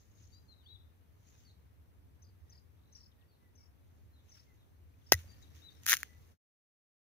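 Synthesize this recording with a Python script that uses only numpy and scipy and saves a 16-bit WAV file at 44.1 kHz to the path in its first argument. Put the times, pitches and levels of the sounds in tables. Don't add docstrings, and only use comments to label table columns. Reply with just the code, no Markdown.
import sys
import numpy as np
from scipy import signal
from scipy.fft import rfft, irfft
from scipy.io import wavfile
from scipy.ndimage import uniform_filter1d

SR = 44100
rng = np.random.default_rng(int(sys.argv[2]) if len(sys.argv) > 2 else 0)


def file_out(sig):
    cols = np.atleast_2d(sig).T
    lim = np.clip(cols, -1, 1)
    pcm = np.round(lim * 32767).astype(np.int16)
    wavfile.write(sys.argv[1], SR, pcm)


def nominal_scale(level):
    x = np.asarray(level, float) / 20
    return 10 ** x


N = 309164
T = np.arange(N) / SR


def evened(x):
    return x / np.sqrt(np.mean(x ** 2) + 1e-20)


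def drift(shape, size):
    return evened(uniform_filter1d(rng.standard_normal(shape), size=size))


def read(points, hz):
    f, value = np.transpose(points)
    return np.interp(np.log(hz + 1), np.log(f + 1), value)


def level(table):
    return nominal_scale(np.interp(T, *np.transpose(table)))


def add(mix, s, sound):
    part = mix[..., round(s * SR):][..., :sound.shape[-1]]
    part += sound[..., :part.shape[-1]]


def colour(x, spectrum):
    db = read(spectrum, abs(np.fft.fftfreq(4096, 1 / SR)))
    log_gain = np.log(nominal_scale(np.maximum(db, -100)))
    taps = np.fft.ifft(np.exp(np.conj(signal.hilbert(log_gain)))).real[:1024]
    return signal.oaconvolve(x, taps[None] / np.linalg.norm(taps))[:, :N]


def ports(x, other, same, lag):
    hz = np.fft.rfftfreq(N, 1 / SR)
    likeness = np.clip(read(same, hz), 0, 1)
    shared = likeness * rfft(x) * np.exp(-2j * np.pi * hz * lag / SR)
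    right = shared + np.sqrt(1 - likeness ** 2) * rfft(other)
    return np.array([x, irfft(right, N)])


QUIET_EDGE_HZ = 15600


def wash(spectrum, same, patchy_db, size):
    hz = np.fft.rfftfreq(size, 1 / SR)
    z = signal.stft(ports(*rng.standard_normal((2, N)), same, 22), nperseg=size)[2]
    patches = uniform_filter1d(rng.standard_normal(z.shape[1:]), size=9, axis=0)
    patches = evened(uniform_filter1d(patches, size=5, axis=1))
    z = z * nominal_scale(read(spectrum, hz)[:, None] + patchy_db * patches)
    z = z * (hz < QUIET_EDGE_HZ)[:, None]
    return evened(signal.istft(z, nperseg=size)[1][:, :N])


# f/Hz, level/dB per Hz
RUMBLE = [(12, -58), (20, -25), (48, -18.5), (68, -2.5), (81, 3), (94, -2.5), (114, -9.5), (207, -25),
          (282, -22.5), (375, -30.5), (422, -28), (560, -35), (700, -39), (910, -67), (1540, -120)]
# f/Hz, level/dB per Hz
HISS = [(88, -26.5), (150, 6), (205, -11), (279, -4), (373, -9.5), (420, -8), (561, -12.5), (877, -13.5),
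        (2230, -20.5), (3550, -25), (6350, -30), (7410, -33), (12800, -24.5), (15500, -26.5)]
# f/Hz, likeness/0..1
FAR_SAME = [(30, .1), (60, 0.49), (200, 0.35), (400, 0.054), (800, 0.23)]
# t/s, level/dB
LIFT = [(5.1, 5.5), (5.16, 10), (5.8, 9), (6.3, 8.5)]
# t/s, f/Hz, peak level/dB, left-right/dB
BUMPS = [
    (2.4, 78, -49, -6),
    (1.96, 65, -54, -6),
    (.7, 90, -56, 8),
]
RUMBLE_DB, RUMBLE_SHARE, SWELL_DB = -68.5, 0.94, 1.0
HISS_DB = -81.5


def field():
    swell = evened(sum(np.sin(2 * np.pi * (f * T + rng.random())) for f in np.geomspace(.3, 3, num=8)))
    rumble = nominal_scale(RUMBLE_DB + SWELL_DB * swell) * level(LIFT) ** RUMBLE_SHARE
    rumble = rumble * wash(RUMBLE, FAR_SAME, 0.75, size=4096) * nominal_scale([[1.3], [.7]])
    t = np.arange(3000) / SR
    for s, hz, db, pan_db in BUMPS:
        thump = np.hanning(len(t)) * np.sin(2 * np.pi * hz * t)
        add(rumble, s, nominal_scale([[db + pan_db / 2], [db - pan_db / 2]]) * thump)
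    hiss = nominal_scale(HISS_DB) * level(LIFT) * wash(HISS, FAR_SAME, 1.0, size=512)
    return rumble + hiss * nominal_scale([[3.6], [2.4]])


def note(hz, db, taper):
    tone = np.sqrt(2) * np.sin(2 * np.pi * np.cumsum(hz) / SR)
    return nominal_scale(db) * tone * signal.windows.tukey(len(hz), min(taper, 1))


def glide(t0, t1, hz0, hz1, db, bow=0):
    u = np.arange(0, 1, 1 / SR / (t1 - t0))
    shake = evened(uniform_filter1d(drift((2, 9000), 220), size=220))[:, :len(u)]
    hz = hz0 + (hz1 - hz0) * u + bow * abs(hz1 - hz0) * np.sin(np.pi * u)
    return t0, nominal_scale(1.8 * shake[1]) * note(hz * (1 + .007 * shake[0]), db, .45)


ZIGZAG = [(0, .91), (.14, 1), (.32, .98), (.47, .89), (.59, .96), (.69, .79), (.85, .92), (1, .73)]


def warble(s, length, top_hz, db):
    u = np.arange(0, 1, 1 / SR / length)
    bend = uniform_filter1d(np.interp(u, *np.transpose(ZIGZAG)), size=200)
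    return s, note(top_hz * bend, db, 0.48)


# start t/s, length t/s, top f/Hz, level/dB
WARBLES = [
    (0.628, 0.11, 4650, -76),
    (1.439, 0.09, 4660, -70.5),
    (3.275, .1, 4660, -82),
    (4.121, .1, 4180, -78),
    (4.578, 0.077, 3990, -81),
]
# start t/s, end t/s, start f/Hz, end f/Hz, level/dB
COOS = [
    (1.335, 1.365, 2540, 2500, -81),
    (2.44, 2.604, 1917, 1904, -88),
    (3.17, 3.274, 1842, 1950, -84),
    (3.4, 3.503, 2050, 1900, -82),
    (3.58, 3.64, 2273, 2240, -85),
    (4.46, 4.541, 2150, 1970, -79.5),
    (5.31, 5.353, 1850, 1850, -77),
    (5.8, 5.858, 1860, 1930, -81),
    (6.05, 6.17, 2000, 1980, -74.5),
]


def far_birds():
    ahead = np.zeros(N)
    for row in WARBLES:
        add(ahead, *warble(*row))
    for row in COOS:
        add(ahead, *glide(*row))
    return ahead


# start t/s, end t/s, start f/Hz, end f/Hz, level/dB
WHISTLES = [(0.313, 0.405, 4560, 4770, -66), (.324, 0.402, 3800, 4020, -71),
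            (0.175, .195, 3830, 3600, -76.5), (0.477, .552, 4240, 3686, -63.5),
            (0.581, 0.627, 3880, 3440, -70), (0.653, 0.704, 2950, 3750, -61),
            (.69, .745, 3800, 3885, -56.5), (.735, 0.769, 3850, 3190, -58.5),
            (5.274, 5.352, 4710, 4430, -66.5), (5.421, 5.453, 3950, 3670, -62.5),
            (5.615, 5.649, 3500, 3940, -60), (5.636, 5.706, 3994, 3535, -54.5)]
# start t/s, end t/s, start f/Hz, end f/Hz, level/dB
SLIDES = [
    (0.623, 0.658, 3300, 2680, -78),
    (3.116, 3.13, 4100, 2680, -76),
    (3.208, 3.232, 4100, 2400, -75),
    (4.38, 4.42, 4500, 4520, -78),
    (4.938, 4.945, 2450, 2440, -76),
    (5.013, 5.034, 3800, 2560, -77),
    (5.548, 5.618, 2200, 2960, -79.5),
    (5.75, 5.813, 5380, 5310, -74.5),
    (5.693, 5.73, 4620, 4400, -72),
]
WHISTLE_BOW = .33


def whistlers():
    left = np.zeros(N)
    for row in WHISTLES:
        add(left, *glide(*row, bow=WHISTLE_BOW))
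    for row in SLIDES:
        add(left, *glide(*row))
    return left


# first note t/s, last note t/s, f/Hz, lead level/dB, level/dB
PHRASES = [
    (2.228, 2.2935, 5050, -64, -72),
    (2.504, 2.582, 5350, -63.5, -62),
    (2.931, 3.065, 5810, -62.5, -56.5),
    (3.56, 3.663, 5830, -67, -67),
    (4.299, 4.401, 5790, -66, -62),
    (5.047, 5.096, 5600, -83, -64),
]
NOTE_GAP_S, LEAD_HZ = .026, 6320
PITCH_SAG, FADE_DB_PER_NOTE = 0.02, -1.5


def arches():
    for t0, t1, hz, lead_db, db in PHRASES:
        times = np.linspace(t0, t1, round((t1 - t0) / NOTE_GAP_S) + 1)
        yield t0, LEAD_HZ, lead_db
        for k, s in enumerate(times[1:]):
            top_hz = hz * (1 - PITCH_SAG * k + .012 * rng.standard_normal())
            yield s, top_hz, db + FADE_DB_PER_NOTE * k + 1.7 * rng.standard_normal()


# start t/s, end t/s, start f/Hz, end f/Hz, level/dB
TRILL = (2.772, 3.05, 3700, 4350, -73)


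def near_bird():
    near = np.zeros(N)
    u = np.linspace(-1, 1, num=SR // 45)
    for s, hz, db in arches():
        add(near, s - 1 / 90, note(hz * (1 - .33 * u ** 2), db + 1.5, .8))
        rasp = rng.uniform(5900, 6700) * (1 + .07 * drift(len(u), 40))
        add(near, s + .004, note(rasp, db - 14.0, 1.0))
    t0, t1, hz0, hz1, db = TRILL
    for s in np.arange(t0, t1, .0206):
        hz = hz0 + (hz1 - hz0) * (s - t0) / (t1 - t0)
        swell_db = 8 * min((s - t0) / .08 - 1, 0)
        add(near, s, note(hz * np.linspace(1.07, .92, num=350), db + swell_db, .9))
    return near


def echoed(x, wet_db, t60, pan_db, lag=20):
    t = np.arange(SR // 3) / SR
    hits = rng.standard_normal((2, len(t))) * (rng.random((2, len(t))) < .03)
    taps = hits * nominal_scale(-60 * t / t60) * (t > .006)
    wet = signal.oaconvolve(x[None], taps / np.linalg.norm(taps[0]))[:, :N]
    return (np.array([x, np.roll(x, lag)]) + nominal_scale(wet_db) * wet) * nominal_scale([[0], [-pan_db]])


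def birds():
    far = echoed(far_birds(), wet_db=-5, t60=.3, pan_db=1)
    whistles = echoed(whistlers(), wet_db=-7, t60=.42, pan_db=11)
    return far + whistles + echoed(near_bird(), wet_db=-9, t60=.18, pan_db=6)


# top t/s, rise t/s, fall t/s, skin level/dB, leaf level/dB
MOVES = [(0.0, .1, 0.062, -85, -71.5), (.24, 0.21, 0.22, -81.5, -72.5), (1.28, 0.082, 0.17, -83.5, -74.5),
         (1.43, 0.17, 0.082, -77.5, -80), (2.54, 0.1, 0.054, -84, -110), (2.97, 0.058, 0.08, -82, -110),
         (3.98, .15, 0.21, -100, -87), (4.55, 0.18, .2, -95.5, -88), (4.37, 0.11, 0.1, -73, -96),
         (5.2, 0.13, 0.051, -67.5, -74), (5.32, .04, 0.028, -87.5, -72.5), (5.43, 0.036, .02, -85, -71),
         (5.56, .025, 0.072, -72, -70.5), (5.84, 0.013, .1, -71, -69), (6.06, .25, 0.062, -72, -85)]
MOVE_EDGE_DB = -16.5


def moves():
    s, rise, fall, skin_db, leaf_db = np.transpose(MOVES)[:, :, None]
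    shape = nominal_scale(MOVE_EDGE_DB * np.maximum((s - T) / rise, (T - s) / fall))
    return (nominal_scale(skin_db) * shape).sum(axis=0), (nominal_scale(leaf_db) * shape).sum(axis=0)


# f/Hz, level/dB per Hz
RIND = [(470, -44), (800, -11), (952, -12.5), (1030, -25), (1180, -8.5), (1350, -11.5), (1910, -7),
        (2470, -9.5), (2800, -6.5), (4710, -11.5), (6430, -6.5), (7740, -20.5), (15500, -15.5)]
# f/Hz, level/dB per Hz
LEAF = [(2500, -34), (3600, -16.5), (5200, -10.5), (6000, -6.5), (6500, -0.5), (6950, -2.5), (7300, -27),
        (8000, -49)]
# f/Hz, likeness/0..1
NEAR_SAME = [(300, 0.98), (2000, 0.63), (6000, 0.23), (15000, 0.5)]
GRIP_DB, GRIP_SLOPE = -116, 3.99


def rub():
    grain = nominal_scale([[2.1], [2.5]] * drift((2, N), 150))
    slide, stir = moves()
    slide = slide + nominal_scale(GRIP_DB) * level(LIFT) ** GRIP_SLOPE
    skin = slide * grain[0] * wash(RIND, NEAR_SAME, 2.0, size=512) * nominal_scale([[4.1], [2.9]])
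    leaves = stir * grain[1] * wash(LEAF, FAR_SAME, 2.3, size=256) * nominal_scale([[2.1], [-1.1]])
    return skin + leaves


# t/s, f/Hz, peak level/dB, rise t/s, t60 t/s, left-right/dB
BURST = [(5.12042, 5050, -1.5, .0005, .003, 2), (5.12115, 650, -9, .0003, .0065, -1),
         (5.1209, 400, -21, .0008, .018, 0), (5.1207, 2700, -20, .0005, .01, 2),
         (5.12075, 1550, -15, .0005, .008, 4), (5.1216, 5900, -12, .0006, .01, 5),
         (5.1225, 1895, -19, .002, .025, 2), (5.1305, 2000, -25, .002, .03, 0),
         (5.126, 84, -32, .02, .24, 0), (5.1245, 115, -36, .008, .1, 0), (5.14, 1950, -29, .0015, .03, 0),
         (5.141, 520, -47, .001, .02, 0), (5.243, 550, -57, .001, .012, 0),
         (5.9295, 380, -44, .001, .03, 0), (5.919, 600, -46, .001, .02, -2)]
RING_EDGE = 0.5


def burst():
    out, t = np.zeros((2, N)), np.arange(SR // 3) / SR
    for s, hz, db, rise, t60, pan_db in BURST:
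        onset = np.sin(np.pi / 2 * np.minimum(t / rise, 1)) ** 2
        shape = onset * nominal_scale(db - 60 * np.maximum(t - rise, 0) / t60)
        edge = signal.butter(2, RING_EDGE * hz, 'high', fs=SR)
        ring = signal.lfilter(*edge, shape * np.sin(2 * np.pi * hz * t))
        add(out[0], s, ring * nominal_scale(pan_db / 2))
        add(out[1], s + 4 / SR, ring * nominal_scale(-pan_db / 2))
    return out


# t/s, fizz peak level/dB, flesh knock level/dB, length t/s
SPLITS = [
    (5.1204, -14, -24, 0.00053),
    (5.1222, -24, -26, 0.00076),
    (5.1236, -21, -24, 0.00062),
    (5.1249, -20, -26, 0.00038),
    (5.1305, -29, -36, 0.00081),
    (5.132, -25, -32, 0.0009),
    (5.1402, -25, -29, 0.00039),
    (5.1512, -42, -45, 0.00033),
]
# t/s, fizz peak level/dB, flesh knock level/dB, length t/s
FIBRES = [(5.8341, -50, -61, 0.00041), (5.86, -38, -51, .0004), (5.8645, -24, -25, .0005),
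          (5.8774, -30, -35.5, .0005), (5.8824, -28, -30, .0004), (5.8864, -25, -35, .0004),
          (5.8888, -23.5, -28, .0003), (5.8956, -16, -22, .00025), (5.8985, -24.5, -36, .0004),
          (5.9003, -27, -29, .0004), (5.9036, -20, -32, .0003), (5.9078, -22.5, -34, .0004),
          (5.9136, -25, -28, .0004), (5.9186, -22, -22.5, .0004), (5.9198, -22, -12.5, .0003),
          (5.9302, -19, -5.5, .0004), (5.938, -24, -10.5, .0004), (5.9688, -27, -34, .0004),
          (6.031, -30.5, -23, .0004)]
# f/Hz, level/dB per Hz
FLESH = [(250, -42.5), (450, -32), (1000, -22.5), (1400, -1), (2360, -1), (2900, -4), (3900, -3),
         (4900, -5.5), (6500, 3), (7400, -6.5), (8050, -33), (8700, -7), (15400, -3), (16500, -43.5)]
# t/s, level/dB
PULL = [(5.82, -77), (5.858, -70.5), (5.866, -44), (5.885, -34), (5.92, -29), (5.94, -30.5), (5.96, -46.5),
        (6.028, -60.5), (6.06, -81)]
KNOCK_HZ, KNOCK_WIDTH_HZ, KNOCK_EDGE_HZ = 1800, 430, 1200
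BURST_S, CRACKLE_RISE_S = 5.122, .0035
CRACKLE_DB, CRACKLE_T60, SEEP_DB, SEEP_T60 = -32, 0.032, -56, 0.44


def tearing():
    puffs, knocks, t = np.zeros(N), np.zeros(N), np.arange(400) / SR
    for s, fizz_db, knock_db, length in SPLITS + FIBRES:
        add(puffs, s, nominal_scale(fizz_db) * t / length * np.exp(1 - t / length))
        hz = KNOCK_HZ * (1 + .09 * rng.uniform(-0.42, 1))
        ring = np.exp(-np.pi * KNOCK_WIDTH_HZ * t) * np.sin(2 * np.pi * hz * t)
        add(knocks, s, nominal_scale(knock_db) * np.sin(np.pi / 2 * np.minimum(t / .0005, 1)) ** 2 * ring)
    knocks = signal.sosfilt(signal.butter(3, KNOCK_EDGE_HZ, 'high', fs=SR, output='sos'), knocks)

    sizes = nominal_scale(4 * np.minimum(rng.exponential(1, N), 4)) * (rng.random(N) < 1800 / SR)
    crackle = evened(signal.lfilter([1], [1, -.94], sizes) + .45)
    after, before = np.maximum(T - BURST_S, 0), np.maximum(BURST_S - T, 0)
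    dying = nominal_scale(CRACKLE_DB - 60 * after / CRACKLE_T60) + nominal_scale(SEEP_DB - 60 * after / SEEP_T60)
    pull = level(PULL) * (T > PULL[0][0])
    crackle = crackle * (dying * nominal_scale(-20 * before / CRACKLE_RISE_S) + pull)

    fizz = ports(*(rng.standard_normal((2, N)) * (puffs + crackle)), NEAR_SAME, 4)
    knocks = np.array([knocks, np.roll(knocks, shift=4)])
    return colour(fizz, FLESH) * nominal_scale([[1.1], [-1.1]]) + knocks * nominal_scale([[5], [2]])


def scene():
    return field() + birds() + rub() + burst() + tearing()


def low_pass(x):
    return signal.sosfilt(signal.butter(12, 16970, fs=SR, output="sos"), x)


# t/s, t/s
FADE = (6.315, 6.382)


def record(dry):
    fade = np.clip((FADE[1] - T) / (FADE[1] - FADE[0]), 0, 1) ** 1.9
    return low_pass(dry * fade)


dry = scene()
out = record(dry)
file_out(out)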